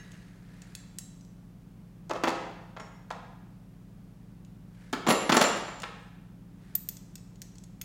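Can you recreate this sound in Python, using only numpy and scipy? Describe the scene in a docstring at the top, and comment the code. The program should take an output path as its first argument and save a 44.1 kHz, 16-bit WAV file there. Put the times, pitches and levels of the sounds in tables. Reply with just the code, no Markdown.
"""A socket case knocks and clatters as someone rummages in it: each blow excites its hollow, panels and hard contacts.
A ratchet clicks close by, as short damped resonances of gripped steel; a small socket pings as it seats on its drive.
Loose steel parts ring in their own modes, small parts chatter after each blow, and hands and sleeves rustle.
A hard garage adds a diffuse echo over a steady low machine hum and air noise; both channels carry the same signal."""
import sys
import numpy as np
from scipy import signal
from scipy.fft import rfft, irfft
from scipy.io import wavfile
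from scipy.ndimage import uniform_filter1d

SR = 44100
rng = np.random.default_rng(int(sys.argv[2]) if len(sys.argv) > 2 else 0)


def to_wav(sig):
    """Store sig (one row per channel, or 1-D mono) as 16-bit WAV at the path in sys.argv[1].

    Samples outside -1..1 are clipped; the rate is SR.
    """
    pcm = np.clip(np.atleast_2d(sig), -1, 1) * 32767
    pcm = np.round(pcm).astype(np.int16)
    wavfile.write(sys.argv[1], SR, pcm.T)  # frames by channels


N = 346140

# Blows on the case: t/s, relative force/dB, clack pitch f/Hz, extra thump level/dB from landing over the hollow
BLOWS = [(2.096, -26, 700, -10), (2.108, -17.5, 723, -4), (2.155, -25, 744, -4), (2.236, -14, 970, 4.5),
         (2.273, -13.5, 730, 2), (2.765, -30, 928, -7), (2.797, -31, 930, 0), (3.104, -24, 835, -4),
         (4.929, -19, 1300, 12), (5.066, -16, 970, 9.5), (5.084, -11, 806, 8.5), (5.101, -9, 1006, 4.5),
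         (5.293, -11.5, 1050, 8), (5.320, -10.5, 1400, 4.5), (5.343, -14.5, 990, 4), (5.367, -8.5, 826, 1),
         (5.411, -7.5, 855, 1.5), (5.439, -16.5, 1100, 6.5), (5.604, -38, 893, 0), (5.681, -30, 1140, 0),
         (5.833, -23, 1114, -5.5)]
FIRM_BLOW_DB = -10  # the force for which the levels of the case are set
TOP_HZ = 15900  # upper band limit


def undb(db):
    """Amplitude ratio of a level: 20 dB is a factor of ten."""
    return 10 ** (np.asarray(db) / 20)


def unit(x):
    """Normalisation by the root mean square, to rms 1."""
    return x / np.sqrt(np.mean(x ** 2))


def on_log(hz, points):
    """Linear interpolation of (f/Hz, value) points on a logarithmic frequency axis."""
    f, value = np.transpose(points)
    return np.interp(np.log(hz + 1), np.log(f), value)


def noise(spectrum, size):
    """Spectral shaping: white noise weighted in frequency, then set to rms 1."""
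    hz = np.arange(size // 2 + 1) * SR / size
    white = rfft(rng.standard_normal(size))
    return unit(irfft(white * undb(on_log(hz, spectrum)), size))


def walk(rate):
    """Random modulation: held random values, rate per second, smoothed by a moving average to rms near 1."""
    hold = int(SR / rate)
    steps = np.repeat(rng.standard_normal(N // hold + 1), hold)
    return unit(uniform_filter1d(steps, hold)[:N])


def fade(t60, size=SR // 2):
    """Exponential decay of a damped mode, 60 dB down after t60 seconds."""
    return np.exp(-np.log(1000) * np.arange(size) / SR / t60)


def burst(spectrum, t60, evenness=0.99):
    """High modal overlap: countless modes decay together, coloured by a minimum-phase filter with a sharp start."""
    size = SR // 2
    envelope = fade(t60)
    modes = rfft(rng.standard_normal(size) * envelope)
    # level the spectrum: so many modes overlap that no single one stands out
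    even_modes = modes / (np.abs(modes) + 1e-9) ** min(evenness, 1)
    grain = irfft(even_modes, size) * fade(t60 * 10)
    hz = np.arange(len(modes)) * 2.  # the bins lie 2 Hz apart
    cepstrum = irfft(np.log(undb(on_log(hz, spectrum))), size)
    # folding the cepstrum makes the filter causal: nothing sounds before the blow
    colour = np.exp(2 * rfft(cepstrum[:size // 2], size) - cepstrum[0])
    out = irfft(rfft(grain) * colour, size)
    return out * np.sqrt(np.sum(envelope ** 2) / np.sum(out ** 2))


def ring(modes, scatter_db, detune):
    """Modal superposition: damped sines, whose shares and signs depend on where the blow lands."""
    t = np.arange(SR // 2) / SR
    hz, db, t60 = np.transpose(modes)
    share, shift, side = rng.standard_normal((len(hz), 3)).T
    gains = undb(db + scatter_db * share) * np.sign(side)
    pitches = hz * (1 + detune * shift)
    waves = (g * np.sin(2 * np.pi * f * t) * fade(d) for g, f, d in zip(gains, pitches, t60))
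    return sum(waves) / np.sqrt(np.sum(gains ** 2) / 2)


def hump(hz, width, skirt_db):
    """Broad resonance curve: skirt_db at width octaves to either side, steeper beyond."""
    return [(hz * 2 ** (step * width), skirt_db * abs(step) ** .5 * 2 ** (abs(step) - 1))
            for step in (-1.99, -1, -0.66, 1, 2)]


def rattle(sound, count, gap_s, loss_db):
    """Repeated impact: a loose part bounces at uneven gaps, weaker on average each time, at unchanged total energy."""
    gaps, sizes = rng.standard_normal((count, 2)).T
    hits = np.zeros(len(sound))
    hits[0] = 1
    times = np.cumsum(gap_s * np.exp(.5 * gaps))
    at = np.minimum(times * SR, len(hits) - 1).astype(int)
    hits[at] += undb(-loss_db * np.arange(1, count + 1) + 2 * sizes)
    bounced = signal.fftconvolve(sound, hits)[:len(sound)]
    return unit(bounced) * np.std(sound)


def add(track, s, sound):
    """Linear superposition of a sound onto a track from time s in seconds."""
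    i = max(int(s * SR), 0)
    track[i:i + len(sound)] += sound[:max(N - i, 0)]


def hum(waver_db=0.66, drift_hz=0.24, air_db=-57.5):
    """Line spectrum of a running machine, each line wavering in level and frequency, over broadband air noise."""
    # Machine lines: f/Hz, rms level/dB
    machine_lines = [(39, -65.5), (50, -60), (64.5, -73), (100, -69.5), (114, -57.5), (125, -64),
                     (150, -60), (175, -53.5), (191.8, -61.5), (200, -61.5), (208.5, -66), (225, -68.5),
                     (275, -66)]
    # Spectrum of the air noise: f/Hz, relative level/dB per Hz
    air_spectrum = [(20, -8.5), (45, -8.5), (80, -1.5), (120, 1), (180, 5), (240, 0), (320, -3.5),
                    (500, -10.5), (1000, -16.5), (2000, -23), (4000, -29), (8000, -32.5), (15500, -34.5)]
    out = undb(air_db) * noise(air_spectrum, N)
    for hz, db in machine_lines:
        turns = np.cumsum(hz + drift_hz * walk(1.466)) / SR + rng.random()
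        level = np.sqrt(2) * undb(db + waver_db * walk(2.5))
        out += level * np.sin(2 * np.pi * turns)
    return out


def garage(x, gap_s=0.0024, build_s=0.0063, treble_db=-3.0):
    """Diffuse reverberation: noise that builds up after a gap and decays at a rate set by frequency."""
    # Reverberation time of the room: f/Hz, t60/s
    room_decay = [(150, 0.35), (400, 0.82), (1000, 0.9), (2800, 0.92), (7000, 0.72), (14000, 0.29)]
    size = SR * 3 // 2
    hz, t = np.arange(size // 2 + 1) * SR / size, np.arange(size) / SR
    white, tail = rfft(rng.standard_normal(size)), 0
    tilt = undb(treble_db * hz / TOP_HZ)
    centres = np.array(room_decay)[:, 0]
    # overlapping bands, each with its own decay
    for (_, t60), own in zip(room_decay, np.eye(len(room_decay))):
        band = on_log(hz, np.column_stack([centres, own]))
        tail = tail + irfft(white * band * tilt, size) * fade(t60, size=size)
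    tail *= np.clip((t - gap_s) / build_s, 0, 1)
    return signal.fftconvolve(x, tail / np.sqrt(np.sum(tail ** 2)))[:N]


def rustle(grain_db=2):
    """Stick-slip friction: skin and cloth catch and slip in fine grains, and each stroke swells and fades."""
    # Hands and sleeves sliding over tools: t/s at the height of the stroke, length/s, relative level/dB
    slides = [(0.075, 0.81, -60.5), (0.665, 0.96, -62.5), (4.848, 0.4, -64), (6.702, 0.44, -66.5)]
    # Spectrum of the friction noise: f/Hz, relative level/dB per Hz
    cloth_spectrum = [(400, -3.5), (1100, -7.5), (1700, 0.5), (2200, -5), (2800, -10), (4000, -11),
                      (6500, -15.5), (10000, -19), (15000, -34)]
    t = np.arange(N) / SR
    strokes = sum(undb(db) * np.cos(np.pi * np.clip((t - s) / length, -.5, .5)) ** 2
                  for s, length, db in slides)
    return noise(cloth_spectrum, N) * strokes * undb(grain_db * walk(240))


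def small_parts(level_db=-23, settle_s=.028, tick_t60=0.0095, count=7):
    """Dissipation by random impacts: each blow shakes small parts, which chatter more softly as they settle."""
    # Spectrum of one tick: f/Hz, relative level/dB per Hz
    chatter_spectrum = [(300, -13.5), (1000, -2), (2200, 0), (4000, -0.5), (7000, -4.5), (9000, -11),
                        (15000, -25)]
    shake_growth = 1.56  # dB per dB of force: harder blows shake more
    out = np.zeros(N)
    ticks = [burst(chatter_spectrum, tick_t60) for _ in range(count)]
    for s, force_db, *_ in BLOWS:
        shake = undb(level_db + shake_growth * (force_db - FIRM_BLOW_DB))
        for tick, (wait, size) in zip(ticks, rng.random((count, 2))):
            delay_s = -settle_s * np.log(1 - wait)  # exponentially distributed
            add(out, s + delay_s, 2 * shake * size * (1 - wait) * tick)
    return out


def sockets(level_db=-4, jangle_db=-9, jangle_t60=0.13):
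    """Free vibration and beating: a part rings and rattles in its seat; close mode pairs beat, as it is not quite round."""
    # Loose steel parts struck: t/s, relative level/dB, part
    clinks = [(0.0, -47.5, "handle"), (.117, -57, "handle"), (0.753, -55.5, "held socket"),
              (0.984, -50.5, "held socket"), (1.21, -63.5, "second held socket"),
              (2.799, -46.5, "loose socket"), (5.074, -31, "large socket"), (5.089, -28, "small socket"),
              (5.095, -27.5, "large socket"), (5.103, -28, "small socket"), (5.324, -29, "large socket"),
              (5.342, -30, "small socket"), (5.369, -25.5, "large socket"), (5.414, -31, "small socket"),
              (5.439, -28, "large socket"), (5.567, -48, "small socket"), (5.837, -45.5, "long bar")]
    # Modes of each part by name: f/Hz, relative level/dB, t60/s
    part_modes = { "large socket": [(4160, -9, .12), (5570, -14.5, .12), (5870, -14, 0.09),
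                  (6940, -7, 0.076), (7255, -5, 0.22), (7320, -10, .2)], "small socket": [(9880, -1, .1),
                  (10630, -15, .1), (11030, 2, .11), (11240, -6.5, .13), (13340, -19.5, .1),
                  (15000, -13.5, .18), (15710, -17.5, .14)], "loose socket": [(5500, -4, 0.16),
                  (6850, 3, 0.038)], "second held socket": [(5920, 0, 0.21)],
                  "held socket": [(3940, -3, 0.061), (7483, -3, .6)], "handle": [(1690, -4.5, 0.22),
                  (1936, -0.5, 0.14), (2835, -5, .14), (3900, -9, .1), (5450, -8, 0.12), (6400, -4, .14)],
                  "long bar": [(1276.4, -7, 0.65), (1335, -3, .35), (3410, -8, 0.18), (8100, -12, 0.23)]}
    out = np.zeros(N)
    for s, db, part in clinks:
        modes = part_modes[part]
        strongest_hz = max(modes, key=lambda mode: mode[1])[0]
        # it jostles its neighbours, which jangle briefly around its strongest pitch
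        jangle = burst(hump(strongest_hz, width=.4, skirt_db=-13), jangle_t60)
        sound = ring(modes, scatter_db=2.0, detune=0.00024) + undb(jangle_db) * jangle
        add(out, s, undb(db + level_db) * rattle(sound, count=3, gap_s=.012, loss_db=17))
    return out


def ratchet(modes_db=-9, tick_db=-3, peak_db=-5, edge_db=-34, tick_t60=0.015, edge_t60=0.031):
    """Damped steel impact: snaps chatter, the grip picks and damps one resonance, and harder contact is brighter."""
    # Clicks against sockets: t/s, relative force/dB, strongest resonance f/Hz
    clicks = [(0.118, -47, 2780), (0.619, -42.5, 6850), (.751, -33, 4300), (.986, -31, 6800),
              (1.209, -55, 6000), (1.249, -56.5, 5900), (2.095, -41, 7000), (4.449, -54, 3500),
              (4.928, -34, 6840), (5.368, -24, 6960), (5.801, -40, 7560), (5.82, -36.5, 3200),
              (6.752, -31.5, 8260), (6.889, -32, 6700), (6.969, -42, 6800), (7.155, -37.5, 6620),
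              (7.18, -50, 6530), (7.357, -55, 3480), (7.418, -34.5, 6640), (7.555, -50.5, 5170),
              (7.583, -45, 6350), (7.638, -47, 8940), (7.814, -32.5, 2630)]
    # Pings of the small socket as it seats on the drive: t/s, level/dB
    pings = [(6.754, -16.5), (6.888, -25.5), (7.155, -45), (7.418, -46.5), (7.816, -33)]
    # Modes of the gripped ratchet, then of the ping: f/Hz, relative level/dB, t60/s
    ratchet_modes = [(1550, -39, 0.023), (1977, 0, 0.026), (2620, -0.5, 0.06), (3480, -1.5, 0.039),
                     (4350, -3, 0.045), (4600, -12, 0.03), (5130, 0, 0.06), (6590, 2.5, 0.11),
                     (6910, 15, 0.028), (8000, -7, 0.075), (7900, 9, 0.041), (9270, -5, 0.047),
                     (8770, -9.5, 0.0095)]
    ping_modes = [(13970, -6.5, .02), (13820, 0.5, 0.027), (14350, -12, .015)]
    # Spectra of the contact tick and of its bright edge: f/Hz, relative level/dB per Hz
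    steel_spectrum = [(500, -67), (1300, -11.5), (2500, -7), (4500, 0), (7000, 1), (9000, -3),
                      (12000, -43.5)]
    edge_spectrum = [(6000, -17), (9500, -0.5), (12000, -4.5), (15000, -19.5), (16000, 1)]
    # the edge grows faster than the click (dB per dB), up to a limit
    firm_click_db, brightest_click_db, edge_growth = -32, -30.5, 3.9
    out = np.zeros(N)
    for s, force_db, hz in clicks:
        peak = undb(peak_db) * burst(hump(hz, width=0.29, skirt_db=-8.5), tick_t60)
        modes = undb(modes_db) * ring(ratchet_modes, scatter_db=2, detune=.015)
        tick = undb(tick_db) * burst(steel_spectrum, tick_t60)
        excess_db = min(force_db, brightest_click_db) - firm_click_db
        edge = undb(edge_db + edge_growth * excess_db) * burst(edge_spectrum, edge_t60)
        snap = undb(force_db) * (modes + tick + peak) + edge
        add(out, s, rattle(snap, count=2, gap_s=.0025, loss_db=9.5))
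    for s, db in pings:
        add(out, s, undb(db) * ring(ping_modes, scatter_db=2, detune=.003))
    return out


def case(panel_db=-8.0, thump_db=-12, modes_db=-16, hollow_db=-12, crack_db=-23,
         panel_t60=0.042, thump_t60=0.065, crack_t60=0.022, give_t60=0.0044,
         bass_hz=110, sag=0.2, even_db=-14):
    """Impact on a compliant box: a blow thumps the hollow, and two contacts clack panels and crack; returns body, cracks."""
    # Distinct modes of the case: f/Hz, relative level/dB, t60/s
    case_modes = [(173, -7.5, 0.14), (199.2, 6, 0.15), (261.4, 3, 0.16), (322, 7, 0.043), (344, 14, 0.067),
                  (365, -6.5, 0.076), (470, 5, 0.029), (528.5, 10.5, 0.06), (584, -1.5, 0.025),
                  (667, -10, 0.13), (752, 16, 0.046), (890, -14.5, .04), (1146, 3.5, 0.029),
                  (1370, -1, 0.09), (1790, -1, 0.023)]
    # Spectrum of the hollow: f/Hz before the shift with force, relative level/dB per Hz
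    thump_spectrum = [(60, -30), (120, -16.5), (190, -7.5), (260, 4.5), (380, -1.5), (520, -5), (800, -21),
                      (2000, -38)]
    # Dense, quickly damped panel modes: multiple of the clack pitch, relative level/dB per Hz
    panel_spectrum = [(.2, -34.5), (.4, -4.5), (.65, 2), (1, 2), (1.5, -0.5), (2.2, -7), (3.5, -17),
                      (5, -30.5), (9, -55.5)]
    # Hard crack of contact: f/Hz, relative level/dB per Hz
    crack_spectrum = [(800, -11), (2000, 6.5), (3200, 12.5), (4800, 5), (6800, 1.5), (8200, -15.5),
                      (11500, -17), (15500, -34)]
    thump_growth, crack_growth = 1.41, 1.21  # dB per dB of force: harder blows are deeper and sharper
    # a harder contact clacks higher and cracks more
    usual_clack_hz, crack_db_per_octave = 970, 7.5
    # wait/s, level/dB: a tool touches with one end, then lands on the other
    contacts = ((0, 0), (.005, 2))

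    body, cracks = np.zeros(N), np.zeros(N)
    give = 1 - fade(give_t60)  # the case gives, so a blow takes a moment to build
    for s, force_db, hz, centred_db in BLOWS:
        excess_db = force_db - FIRM_BLOW_DB
        low_db = hollow_db + thump_growth * excess_db + centred_db
        octaves = np.log2(hz / usual_clack_hz)
        hard_db = crack_db + crack_growth * excess_db + crack_db_per_octave * octaves
        # a heavier blow moves more of the case and thumps deeper
        pitch_ratio = undb(-sag * max(low_db - even_db, -6))
        thump = undb(thump_db) * burst(np.array(thump_spectrum) * [pitch_ratio, 1], thump_t60)
        modes = undb(modes_db) * ring(case_modes, scatter_db=-4.0, detune=.006)
        add(body, s, undb(low_db) * (thump + modes) * give)
        for wait, contact_db in contacts:
            clack = burst(np.array(panel_spectrum) * [hz, 1], panel_t60) * give
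            add(body, s + wait, undb(force_db + panel_db + contact_db) * clack)
            crack = burst(crack_spectrum, crack_t60) * give
            add(cracks, s + wait, undb(hard_db + contact_db) * crack)
    # a small box radiates no deep bass
    high_pass = signal.butter(4, bass_hz, "high", fs=SR, output="sos")
    return signal.sosfilt(high_pass, [body, cracks])


def scene(case_room_db=-4.5, crack_room_db=-7, socket_room_db=-3, chatter_room_db=-7, hand_room_db=-10):
    """Direct-to-reverberant ratio: the case off to the side is roomy; sharp contacts and near hands are drier."""
    knocks, cracks = case()
    sources = [(knocks, case_room_db), (cracks, crack_room_db), (sockets(), socket_room_db),
               (small_parts(), chatter_room_db), (ratchet() + rustle(), hand_room_db)]
    direct = sum(sound for sound, _ in sources)
    echo = garage(sum(undb(room_db) * sound for sound, room_db in sources))
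    return np.tile(direct + echo + hum(), (2, 1))


def record(dry):
    """Band limitation: a steep elliptic low-pass cuts the top of the treble."""
    low_pass = signal.ellip(10, .2, 80, TOP_HZ, fs=SR, output="sos")  # ripple .2 dB, stopband -80 dB
    return signal.sosfilt(low_pass, dry)


dry = scene()
out = record(dry)
to_wav(out)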